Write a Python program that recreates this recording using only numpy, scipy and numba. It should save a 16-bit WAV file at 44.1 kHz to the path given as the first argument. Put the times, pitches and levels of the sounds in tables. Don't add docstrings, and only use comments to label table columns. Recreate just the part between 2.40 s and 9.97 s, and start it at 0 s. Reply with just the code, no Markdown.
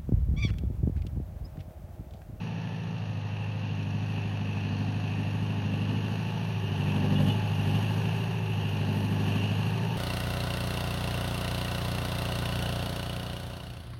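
import sys
import numpy as np
from scipy import signal
from scipy.fft import rfft, irfft, next_fast_len
from scipy.io import wavfile
from scipy.ndimage import uniform_filter1d
from numba import njit

SR = 44100
rng = np.random.default_rng(int(sys.argv[2]) if len(sys.argv) > 2 else 0)


def to_wav(s):
    ch = np.atleast_2d(s).T
    pcm = np.round(np.clip(ch, -1, 1) * 32767)
    wavfile.write(sys.argv[1], SR, pcm.astype(np.int16))


def magnitude_from_level(level_db):
    exponent = np.asarray(level_db, float) / 20
    return 10 ** exponent


N = 333837

# (time [s], firing rate [1/s])
FIRING_RATE = [(0.0, 54.88), (0.5, 54.93), (0.8, 51.26), (1.18, 53.13), (2.0, 51.28), (2.7, 52.33),
               (3.4, 51.74), (3.96, 54.94), (4.06, 54.26), (4.4, 48.84), (4.94, 53.49), (5.54, 52.64),
               (5.9, 55.31), (6.27, 50.51), (7.15, 51.87), (7.57, 57.0)]
# (time [s], effort [0-1])
EFFORT = [(0, 0.37), (.4, 0.21), (.9, 0.2), (1.6, 0.6), (2.05, 0.56), (2.4, 0.78), (2.6, 0.64), (3.1, 0.7),
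          (3.5, 0.82), (4.2, 0.24), (4.5, 0.84), (4.88, 1.05), (5.06, 0.36), (5.35, 0.83), (6.02, 0.08),
          (6.5, 0.72), (6.95, 0.92), (7.57, 0.08)]
# (time [s], nearness [0-1], facing of the grille [0-1])
APPROACH = [(0, 0, .01), (1.2, 0.06, 0), (2.3, 0.31, 0), (3.3, 0.32, 0.38), (3.9, 0.39, 0.84),
            (4.6, 0.81, .9), (5.3, 0.96, 1), (6.4, 0.78, 1), (7.57, 1, 1)]
# (far and idle [dB], full effort [dB], near [dB], full strain [dB], speed [dB per firing/s])
EXHAUST_LAWS = [
    (-35, 2.5, 3.5, 2.5, 0.64),
    (-40.5, 2, 4.5, 4, 0.22),
    (-47, 17.5, 0.5, 1.8, -1),
    (-42.5, -0.5, 4.5, 1.5, 0.36),
]
USUAL_RATE = 51.5
LOUD_CYLINDER = 0.525


def unit(x):
    return x / np.sqrt(np.mean(x ** 2))


def curves(table):
    s, *columns = np.transpose(table)
    return [np.interp(np.arange(N) / SR, s, c) for c in columns]


def coloured(x, spectrum):
    hz, db = np.transpose(spectrum)
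    size = next_fast_len(N)
    f = np.arange(size // 2 + 1) * SR / size + 1
    gain = magnitude_from_level(np.interp(np.log(f), np.log(hz), db))
    return unit(irfft(rfft(x, size) * gain, size)[:N])


def walk(rate):
    k = int(SR / rate)
    held = np.repeat(rng.standard_normal(N // k + 1), k)
    return unit(uniform_filter1d(uniform_filter1d(held, k), k)[:N])


@njit
def svf(x, hz, width):
    y, b, l = np.empty(len(x)), 0., 0.
    for i in range(len(x)):
        g, k = np.tan(np.pi * hz[i] / SR), width / hz[i]
        v = (b + g * (x[i] - l)) / (1 + g * (g + k))
        b, l, y[i] = 2 * v - b, l + 2 * g * v, k * v
    return y


def ring(x, modes, steep=False):
    out = 0
    for k, (hz, width, db) in enumerate(modes):
        centre = np.full(N, 1. * hz)
        y = svf(x, centre, 1. * width)
        if steep:
            y = svf(y, centre, 1. * width)
        out = out + (-1) ** k * magnitude_from_level(db) * y
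    return out


def bite():
    # (time of the break [s], build-up [s], sag [firings/s])
    bites = [
        (0.93, 0.08, 0.35),
        (1.5, 0.5, 2.21),
        (2.36, 0.37, 1.67),
        (2.87, 0.5, 1.06),
        (3.36, 0.31, 1.08),
        (4.84, 0.35, 3.37),
        (5.31, 0.49, 3.06),
        (6.88, 0.15, 1.12),
    ]
    t = np.arange(N) / SR
    release = 0.08
    return sum(sag * np.interp(t, [s - length, s, s + release], [0, 1, 0]) for s, length, sag in bites)


def strain():
    lag = 0.055
    drag = bite()
    return np.roll(drag / drag.max(), int(lag * SR)) ** 2


def lugging():
    return np.clip(50.3 - curves(FIRING_RATE)[0] + bite(), 0, 1)


def levels(laws, third):
    effort, near = curves(EFFORT)[0], curves(APPROACH)[0]
    fast = curves(FIRING_RATE)[0] - bite() - USUAL_RATE
    return [far_db + effort_db * effort + near_db * near + third_db * third + fast_db * fast
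            for far_db, effort_db, near_db, third_db, fast_db in laws]


def exhaust(cycles, rate):
    # (multiple of the firing rate, level [dB], lead [rad], turn of lead [rad/Hz])
    beat_orders = [(1, -17, -.1, 0), (4, 1, -2.4, -1), (5, -4, 2.9, -.55), (6, -11, -.4, -.4),
                   (8, -22, 2.0, 0), (9, -26, 1.0, 0), (12, -20, 0, 0)]
    # (frequency [Hz], level [dB])
    lope_spectrum = [(25, -43), (65, -9), (78, -32), (90, 4.5), (125, 7), (165, -2.5), (182, 8),
                     (200, -4.5), (250, -7.5), (330, -16.5), (385, -20.5), (450, -22), (480, -29)]
    # (frequency [Hz], level [dB])
    roar_spectrum = [(20, -80), (60, -30), (95, -16), (130, -4), (200, 0), (280, -5), (330, -14),
                     (400, -30), (1000, -100)]
    tone_db, second_db, bark_db, lope_db = levels(EXHAUST_LAWS, strain())
    overrun = np.clip(rate - 52.35, 0, None) * (1 - 0.49 * curves(APPROACH)[0])
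    tone_db = tone_db - 2.5 * overrun
    second_db = second_db + 0.5 * overrun + 5 * lugging()
    upper_db = 10.5 * (curves(EFFORT)[0] - .5)
    slip = rate - USUAL_RATE

    firing = 8 * np.pi * cycles
    low = np.cos(2 * firing)
    second = np.cos(3 * firing + 2.6 - .75 * slip) * magnitude_from_level(.8 * walk(14))
    bark = sum(magnitude_from_level(db + 0.83 * walk(18)) * np.cos(k * firing + lead + turn * slip)
               for k, db, lead, turn in beat_orders)

    hz, db = np.transpose(lope_spectrum)
    wobble = [walk(5.3) for _ in range(3)]
    puff = 2 * np.pi * (cycles - LOUD_CYLINDER)
    lope = 0
    for n in range(2, 38):
        if n % 4 == 0:
            continue
        order_hz = n * 12.9
        order_db = np.interp(order_hz, hz, db) + upper_db * (order_hz > 160) + 1.1 * wobble[n % 3]
        pipe_lag = 1.75 * np.exp(-((order_hz - 163) / 19) ** 2)
        turn = .028 * n * (n > 10) * slip
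        lope = lope + magnitude_from_level(order_db) * np.cos(n * puff - pipe_lag - turn + .28 * wobble[n % 2])

    roar = coloured(rng.standard_normal(N), roar_spectrum) * magnitude_from_level(1.8 * walk(11) + 1.1 * upper_db)
    tones = magnitude_from_level(tone_db) * unit(low) + magnitude_from_level(second_db) * unit(second) + magnitude_from_level(bark_db - 4.5) * unit(bark)
    return tones + magnitude_from_level(lope_db) * (magnitude_from_level(2.0) * unit(lope) + magnitude_from_level(-5.5) * roar)


def repeating(cycles, size=4096):
    a, b = rng.standard_normal((2, size))[:, (cycles % 1 * size).astype(int)]
    blend = 1.37 * walk(1.477)
    return unit(a * np.cos(blend) + b * np.sin(blend))


def block(cycles):
    # (far and idle [dB], full effort [dB], near [dB], facing [dB], speed [dB per firing/s])
    block_laws = [
        (-47.5, 4, 6, .1, 0.27),
        (-49, 1.2, 5.4, .1, .1),
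        (-75, 4.2, 7.5, 4.46, .1),
        (-93.5, 2.5, 3, 22, .1),
    ]
    knock_db = [1.5, -6.5, -3.5, -4.5]
    # (frequency [Hz], level [dB])
    casting_spectrum = [(160, -5), (280, -10.5), (339, -13.5), (378, -4), (579, -4.5), (861, -2.5),
                        (1300, -13.5), (1710, -8), (2100, -17.5), (2760, -8), (3300, -15.5), (4340, -20),
                        (5180, -27), (6630, -26), (7400, -80), (9620, -67), (16300, -120)]
    # (frequency [Hz], width [Hz], level [dB])
    panel_modes = [(457, 36, 2), (588, 39, -6), (1142, 150, -6.5), (4260, 910, -14.5), (5745, 360, -16),
                   (6630, 110, -16)]
    # (place in the cycle [0-1], frequency [Hz], width [Hz], level [dB])
    valve_ticks = [(.2, 1850, 88, -13.5), (0.93, 5670, 800, -20.5), (.72, 2500, 160, -13.5)]
    # (frequency [Hz], level [dB])
    hiss_spectrum = [(4000, -92), (6600, -17), (7000, -8.5), (7300, -16), (7750, -12.5), (8200, -10.5),
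                     (9070, -9.5), (10900, -6), (12000, -9), (12800, -15), (14000, -32), (16000, -62)]
    # (frequency [Hz], level [dB])
    top_spectrum = [(8000, -92), (11000, -39), (12400, -6), (13000, -7), (14000, -1), (14900, -6),
                    (15250, -9), (15650, -15), (15800, -56)]
    effort, facing = curves(EFFORT)[0], curves(APPROACH)[1]
    heave_db = 2 * effort ** 3 * np.cos(2 * np.pi * (cycles - LOUD_CYLINDER))
    clatter_db, cover_db, fan_db, top_db = levels(block_laws, facing) + heave_db

    firings = 4 * cycles + 4.19
    count, since = firings.astype(int), firings % 1
    scatter_db = 1.5 * rng.standard_normal(count[-1] + 1)[count]
    strength = magnitude_from_level(np.array(knock_db)[count % 4] + scatter_db)
    gate = 0.72 + strength * (since / 0.14) * np.exp(1 - since / 0.14) * 0.34
    knock = [unit(gate * rng.standard_normal(N)) for _ in range(5)]
    gear = gate * repeating(cycles)

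    casting = coloured(knock[0] + 0.53 * gear, casting_spectrum) * magnitude_from_level(0.46 * walk(12))
    panels = sum(ring(knock[1] + 0.72 * gear, [mode], steep=True) * magnitude_from_level(1.7 * walk(5))
                 for mode in panel_modes)
    ticks = 0
    for place, hz, width, db in valve_ticks:
        burst = np.exp(-((cycles - place) % 1) / 0.067) * magnitude_from_level(1.4 * walk(12)) * rng.standard_normal(N)
        ticks = ticks + magnitude_from_level(db) * unit(ring(burst, [(hz, width, 0)], steep=True))
    clatter = magnitude_from_level(-1.5) * casting + magnitude_from_level(-14) * unit(panels) + magnitude_from_level(-9.5) * ticks

    cover_hz = 2667 + 80 * facing + 55.3 * 4 * strain() * effort ** 2 + 30 * walk(7)
    cover = svf(svf(knock[2] + 0.28 * gear, cover_hz, 460.0), cover_hz, 460.0)
    cover = unit(cover) * magnitude_from_level(1.8 * walk(7.9))

    jolt = walk(16)
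    fan = magnitude_from_level(fan_db + 1.0 * jolt) * coloured(knock[3], hiss_spectrum)
    fan = fan + magnitude_from_level(top_db + 1.1 * jolt + 1.3 * walk(22)) * coloured(knock[4], top_spectrum)
    return magnitude_from_level(clatter_db) * clatter + magnitude_from_level(cover_db - 3.0) * cover + fan


def body(cycles):
    # (far and idle [dB], full effort [dB], near [dB], facing [dB], speed [dB per firing/s])
    body_laws = [
        (-58, 3.43, 5.2, 7.4, 0.71),
        (-56, 1.4, 3.8, 4.2, 0.2),
        (-55.5, 2, 0.53, .1, .1),
    ]
    effort, facing = curves(EFFORT)[0], curves(APPROACH)[1]
    hood_db, side_db, grille_db = (db + 1.4 * walk(9) for db in levels(body_laws, facing))
    hood_db = hood_db + 6 * lugging() * effort ** 2
    hood_hz, side_hz, grille_hz = (hz * (1 + 0.011 * walk(5)) for hz in (385.4, 866, 1807 - 90 * facing))
    shake = repeating(cycles) + 0.44 * rng.standard_normal(N)

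    frame = unit(ring(shake, [(520, 100, 0)], steep=True))
    labour = uniform_filter1d(lugging(), size=SR // 6, origin=SR // 14) * effort ** 3
    pulse = 1 + 0.56 * np.cos(2 * np.pi * (cycles - LOUD_CYLINDER))
    out = magnitude_from_level(-44.5) * labour * pulse * frame
    for db, hz, width in ((hood_db - 4, hood_hz, 40.), (side_db - 3, side_hz, 100.),
                          (grille_db - 5, grille_hz, 220.)):
        out = out + magnitude_from_level(db) * unit(svf(svf(shake, hz, width), hz, width))
    return out


def whines(cycles):
    # (multiple of the cycle rate, level turned away [dB], level facing [dB])
    whine_orders = [(29, -70, -55.5), (31, -61, -65.5), (35, -64, -58), (40, -62, -73), (41, -71, -63),
                    (56, -61, -70), (64.66, -64, -56), (72.3, -71, -70), (95.7, -67.5, -85)]
    facing = np.clip(curves(APPROACH)[1], 0, 1)
    out = 0
    for order, away_db, facing_db in whine_orders:
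        db = away_db + (facing_db - away_db) * facing + 3.5 + 2.3 * walk(3.03)
        out = out + magnitude_from_level(db) * np.cos(2 * np.pi * round(order) * cycles + 0.57 * walk(3.96))
    return out


def clanks():
    # (time [s], peak level [dB], frequency [Hz])
    pin_strikes = [(2.3436, -48, 2740), (3.495, -41, 2520), (4.498, -30.5, 2660), (4.756, -26.5, 2860),
                   (4.7774, -33, 2910), (4.857, -34, 2820), (4.8807, -37, 2980), (4.8976, -26.5, 2920),
                   (4.9194, -32, 2940), (5.3445, -32, 2770), (5.436, -35, 2730), (6.895, -41, 2640)]
    out, t = np.zeros(N), np.arange(int(.15 * SR)) / SR
    envelope = (1 - np.exp(-t / .002)) * np.exp(-t / .012)
    for s, db, hz in pin_strikes:
        turn = 2 * np.pi * hz * t
        partials = np.sin(turn) + 0.24 * np.sin(0.88 * turn) + 0.4 * np.sin(1.19 * turn)
        i = int(s * SR)
        out[i:i + len(t)] += magnitude_from_level(db - 2.5) * partials * envelope
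    return out


def low_rumble():
    # (frequency [Hz], level [dB])
    rumble_spectrum = [(10, -36), (17, -9), (25, -4), (33, 0), (42, -20), (60, -8), (80, 2.5), (100, -21),
                       (200, -67), (400, -100)]
    lope_db = levels(EXHAUST_LAWS, strain())[3]
    return magnitude_from_level(lope_db - 19.0) * coloured(rng.standard_normal(N), rumble_spectrum)


def scene():
    rate = curves(FIRING_RATE)[0] - bite()
    cycles = -.011 + np.cumsum(rate) / SR / 4
    engine = exhaust(cycles, rate) + block(cycles) + body(cycles) + whines(cycles)
    return (engine + clanks() + low_rumble())[None]


def drop_faint(x, under_db, scatter_db):
    z = signal.stft(x, nperseg=2048, noverlap=1024, window="cosine")[2]
    bands = z[208:416].reshape(-1, 8, z.shape[1])
    budget = unit(uniform_filter1d(rng.standard_normal(bands[:, 0].shape), size=3, axis=1))
    budget = unit(uniform_filter1d(budget, size=5, axis=0))
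    rattle = np.mean(abs(z[250:315]) ** 2, axis=0)
    limit = .6 * rattle * magnitude_from_level(-under_db + scatter_db * budget) ** 2
    z[208:416] = (bands * (abs(bands) ** 2 > limit[:, None])).reshape(-1, z.shape[1])
    short = unit(uniform_filter1d(rng.standard_normal(z.shape[1]), size=3)) + .7
    bins = np.arange(len(z))[:, None]
    notch = abs(bins - 352) < 12 * np.clip(short, 0, 1.5)
    z[notch | ((bins > 707) & (short > 0))] = 0
    return signal.istft(z, nperseg=2048, noverlap=1024, window="cosine")[1][:N]


def low_pass(x):
    return signal.sosfilt(signal.butter(12, 15750, fs=SR, output="sos"), x)


def record(dry):
    fade = 0.004
    n = np.arange(N)
    edge = np.clip(np.minimum(n, n[::-1]) / (fade * SR), 0, 1)
    mix = drop_faint(dry[0] * edge, under_db=9.3, scatter_db=3)
    return low_pass(mix[None])


dry = scene()
out = record(dry)
to_wav(out)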